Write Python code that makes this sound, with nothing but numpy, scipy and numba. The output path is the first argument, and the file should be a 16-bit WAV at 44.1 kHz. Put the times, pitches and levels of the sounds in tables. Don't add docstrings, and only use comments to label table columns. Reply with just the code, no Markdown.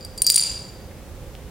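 import sys
import numpy as np
from scipy import signal
from scipy.fft import rfft, irfft
from scipy.io import wavfile
from numba import njit

SR = 44100
rng = np.random.default_rng(int(sys.argv[2]) if len(sys.argv) > 2 else 0)


def materialize(psi):
    bounded = np.clip(np.atleast_2d(psi).T, -1, 1)
    quanta = np.round(bounded * 32767).astype(np.int16)
    wavfile.write(sys.argv[1], SR, quanta)


N = 66150
TIME_S = np.arange(N) / SR
SIDE = np.array([[1], [-1]])


def undb(db):
    return 10 ** (np.asarray(db) / 20)


def read_curve(curve, hz):
    freqs, values = np.array(curve, float).T
    return np.interp(np.log(np.maximum(hz, 1)), np.log(freqs), values)


def equalise(x, curve):
    freqs = np.fft.rfftfreq(len(x), 1 / SR)
    return irfft(rfft(x) * undb(read_curve(curve, freqs)), len(x))


def noise(curve):
    x = equalise(rng.standard_normal(N), curve)
    return x / x.std()


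def decay(t60_s):
    return np.exp(-np.minimum(np.log(1000) * TIME_S / max(t60_s, 1e-4), 60))


def delayed(x, delay_s):
    return np.concatenate([np.zeros(max(int(delay_s * SR), 0)), x])[:N]


# freq_hz, gain_db
AIR_EQ = [(71, -28), (120, -2.5), (230, -10), (423, -11), (459, -14.5), (519, -6.5), (623, -18), (812, -18),
          (899, -21.5), (975, -22.5), (4390, -33), (15500, -38.5)]
# freq_hz, side_db
AIR_WIDTH = [(100, -10.5), (500, -15.5), (1500, -7), (5000, -1.5), (15000, 0)]

def room_air(level_db=-42.5, balance_db=-0.5):
    air = noise(AIR_EQ) + SIDE * equalise(noise(AIR_EQ), AIR_WIDTH)
    return air * undb(level_db + SIDE * balance_db / 2)


# freq_hz, gain_db
RUMBLE_EQ = [(20, -11), (40, 2), (60, 7.5), (90, 3.5), (130, -10), (220, -49)]
# time_s, level_db
RUMBLE_SWELLS = [(0, -42.5), (.25, -43.5), (.39, -46.5), (.47, -50), (.52, -38.5), (.59, -39), (.64, -45.5),
                 (.86, -44), (.91, -39.5), (.99, -43), (1.10, -38), (1.17, -38), (1.25, -36), (1.32, -42.5),
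                 (1.40, -45), (1.46, -40), (1.5, -43)]

def rumble(balance_db=-5.5):
    level_db = np.interp(TIME_S, *np.array(RUMBLE_SWELLS).T)
    return noise(RUMBLE_EQ) * undb(level_db + SIDE * balance_db / 2)


# freq_hz, t60_s
ROOM_DECAY = [(500, 1.5), (2000, 0.72), (4700, 0.6639), (7200, 0.59), (9300, 0.51), (14000, 0.45)]
# freq_hz, gain_db
ROOM_EQ = [(300, 23.5), (1000, 3.5), (2000, 1), (3000, 1), (4700, -2), (6000, -0.5), (7200, -3),
           (9300, -7.5), (10500, -27), (13500, -5), (16000, -16)]

def room_reverb(x, send_db=-3.5, build_s=0.028):
    freqs = np.fft.rfftfreq(N, 1 / SR)
    spectrum, tail = rfft(rng.standard_normal(N)), np.zeros(N)
    centres_hz = [hz for hz, _ in ROOM_DECAY]
    for share, (_, t60_s) in zip(np.eye(len(centres_hz)), ROOM_DECAY):
        band = read_curve(np.c_[centres_hz, share], freqs)
        tail += irfft(spectrum * band, N) * decay(t60_s)
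    tail = equalise(tail / np.linalg.norm(tail), ROOM_EQ)
    build = 1 - np.exp(-TIME_S / build_s)
    return undb(send_db) * signal.fftconvolve(x, tail * build)[:N]


# delay_s, gain_db
REFLECTIONS = [(.0062, -19), (0.0106, -18), (.0165, -21), (.024, -20)]

def early_reflections(x):
    return sum(undb(db) * delayed(x, delay_s) for delay_s, db in REFLECTIONS)


# start_s, gain_db, centre_hz, width_octaves, t60_s
SURFACE_BLOWS = [(0.36, -7.5, 5200, 0.51, .02), (0.375, -8.5, 3200, .6, 0.011),
                 (0.3773, -6.5, 1930, 1.0, .009), (0.9118, -33, 1630, 0.52, 0.048),
                 (1.3520, -27, 2730, 0.82, 0.0031)]

def knocks(strike_gain=2.4):
    freqs, out = np.geomspace(50, 20000, 40), np.zeros(N)
    for start_s, db, centre_hz, width_octaves, t60_s in SURFACE_BLOWS:
        band_db = -10 * np.log10(1 + (np.log2(freqs / centre_hz) / width_octaves) ** 6)
        shudder = rng.standard_normal(N) * decay(t60_s)
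        blow = undb(db) * (strike_gain * signal.unit_impulse(N) + shudder)
        out += equalise(delayed(blow, start_s), np.c_[freqs, band_db])
    return out


# time_s, level_db
RATTLE_ENVELOPE = [(.262, -61), (.275, -28), (.31, -27), (.335, -34), (.347, -22), (.362, -16), (.372, -25),
                   (.40, -38), (.44, -34), (.48, -45), (.53, -66.5)]
# freq_hz, gain_db
RATTLE_EQ = [(500, -45), (2000, -18.5), (3400, -9), (4700, 3), (5500, 3.5), (6500, 1), (8100, 2.5),
             (9400, 6.5), (10200, -12), (11800, -13), (13700, -4), (16000, -29)]

def pile_rattle(ticks_per_s=920, scatter_db=2, t60_s=0.0097):
    ticks = (rng.random(N) < ticks_per_s / SR) * undb(scatter_db * rng.standard_normal(N))
    grains = signal.fftconvolve(ticks, decay(t60_s))[:N] * rng.standard_normal(N)
    chatter = equalise(grains, RATTLE_EQ)
    level_db = np.interp(TIME_S, *np.array(RATTLE_ENVELOPE).T, left=-np.inf, right=-np.inf)
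    return chatter / chatter.std() * undb(level_db)


# resonance_index, pitch_hz, gain_db, t60_s
TILE_MODES = [ (0, 4740, -4, 0.11), (0, 4645, -7.5, 0.1), (0, 4830, -9.5, 0.083), (0, 5020, -9.5, 0.027),
              (1, 7195, -1.5, 0.1), (2, 9240, -1.5, 0.045), (2, 9360, -8, .05), (2, 10000, -15.5, .015),
              (3, 13700, -2, .045), (3, 19000, -5, .015), (3, 15550, -7, 0.022), ]

def tile_ring(resonance_db, free_ring_s, pitch_spread=0.0046, rise_s=0.000087):
    rise, ring = 1 - np.exp(-TIME_S / rise_s), np.zeros(N)
    for resonance, hz, db, t60_s in TILE_MODES:
        pitch_hz = hz * (1 + pitch_spread * rng.standard_normal())
        tone = np.sin(2 * np.pi * (pitch_hz * TIME_S + rng.random()))
        ring += undb(db + resonance_db[int(resonance)]) * decay(t60_s) * tone
    return ring * rise / (1 + (TIME_S / free_ring_s) ** 4)


# start_s, crack_db, resonance0_db, resonance1_db, resonance2_db, resonance3_db, free_ring_s
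TILE_HITS = [ (0.0085, -48, -37, -50, -51, -73, 0.056), (0.0265, -53, -35.5, -49, -56, -66, 0.044),
             (0.0486, -29.5, -27.5, -54, -34.5, -55, 0.0084), (0.1773, -28, -24.5, -47, -36.5, -57, 0.053),
             (0.1804, -26, -32, -33, -33, -45, 0.061), (0.2193, -7.5, -23.5, -34, -5.5, -23, 0.0087),
             (0.2450, -29, -20, -49, -41, -44, 0.022), (0.2667, -6, -7, -20.5, -21.5, -14.5, 0.017),
             (0.2733, -43, -7, -27, -33, -32, 0.013), (0.2830, -47, -12, -41, -33, -42, 0.024),
             (0.3008, -3, -3, -8, -4, -10.5, 0.01), (0.3050, -12, -15, -29, -25, -26, 0.01),
             (0.3200, -36, -18, -20, -8, -22, 0.0053), (0.3411, -20, -31, -24, -25, -25, 0.0093),
             (0.3438, -17, -13, -31, -10, -30, 0.0073), (0.3590, -16.5, -10, -17.5, 1.5, -18, 0.0045),
             (0.3626, -3.5, -11.5, -33, 2.5, -26, 0.0041), (0.3790, -25, -10.5, -11, -6.5, -20, 0.018),
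             (0.3955, -19, -5.5, -24, -17, -35, 0.0036), (0.4047, -24, -27, -21, -15, -41, 0.017),
             (0.4117, -22, -36, -17, -10.5, -43, 0.0063), (0.4243, -38, -14, -26, -28, -48, 0.0094),
             (0.4346, -29, -17, -23, -21.5, -40, 0.0056), ]
# freq_hz, gain_db
CRACK_EQ = [(300, -60), (1000, -31.5), (2000, -18), (3200, -12.5), (4200, -1), (5800, -1.5), (8300, 8),
            (10300, -5), (11600, 3), (13000, -7), (16000, -12)]
# freq_hz, gain_db
RING_EQ = [(300, -39), (1500, 2.5), (3500, 0)]

def dominoes(crack_t60_s=0.0066, buzz_db=-16, buzz_t60_s=0.029, crack_trim_db=0.5):
    cracks, rings = np.zeros(N), np.zeros(N)
    envelope = decay(crack_t60_s) + undb(buzz_db) * decay(buzz_t60_s)
    for start_s, crack_db, *resonance_db, free_ring_s in TILE_HITS:
        crack = undb(crack_db + crack_trim_db) * rng.standard_normal(N) * envelope
        cracks += delayed(crack, start_s)
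        rings += delayed(tile_ring(resonance_db, free_ring_s), start_s)
    return equalise(cracks, CRACK_EQ) + equalise(rings, RING_EQ)


# freq_hz, side_db
DIRECT_WIDTH = [(1000, -48), (5000, -20), (9000, -13), (13000, -8)]

def scene(room_side_db=-12):
    direct = dominoes() + pile_rattle() + knocks()
    mid = direct + early_reflections(direct) + room_reverb(direct)
    spread = equalise(signal.hilbert(direct).imag, DIRECT_WIDTH)
    side = undb(room_side_db) * room_reverb(direct) + spread
    return mid + SIDE * side + room_air() + rumble()


@njit
def follow_peaks(size, attack_s, release_s):
    attack, release = 1 - np.exp(-1 / (attack_s * SR)), 1 - np.exp(-1 / (release_s * SR))
    out, level = np.empty(len(size)), 0.
    for i in range(len(size)):
        level += (size[i] - level) * (attack if size[i] > level else release)
        out[i] = level
    return out


def record(dry, threshold_db=-9, ratio=2.37, top_hz=16200):
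    peak = follow_peaks(np.abs(dry).max(axis=0), attack_s=0.00057, release_s=0.075)
    gain = np.maximum(peak / undb(threshold_db), 1) ** (1 / ratio - 1)
    lowpass = signal.ellip(8, .2, 70, top_hz, fs=SR, output="sos")
    return signal.sosfilt(lowpass, np.clip(dry * gain, -1, 1))


dry = scene()
out = record(dry)
materialize(out)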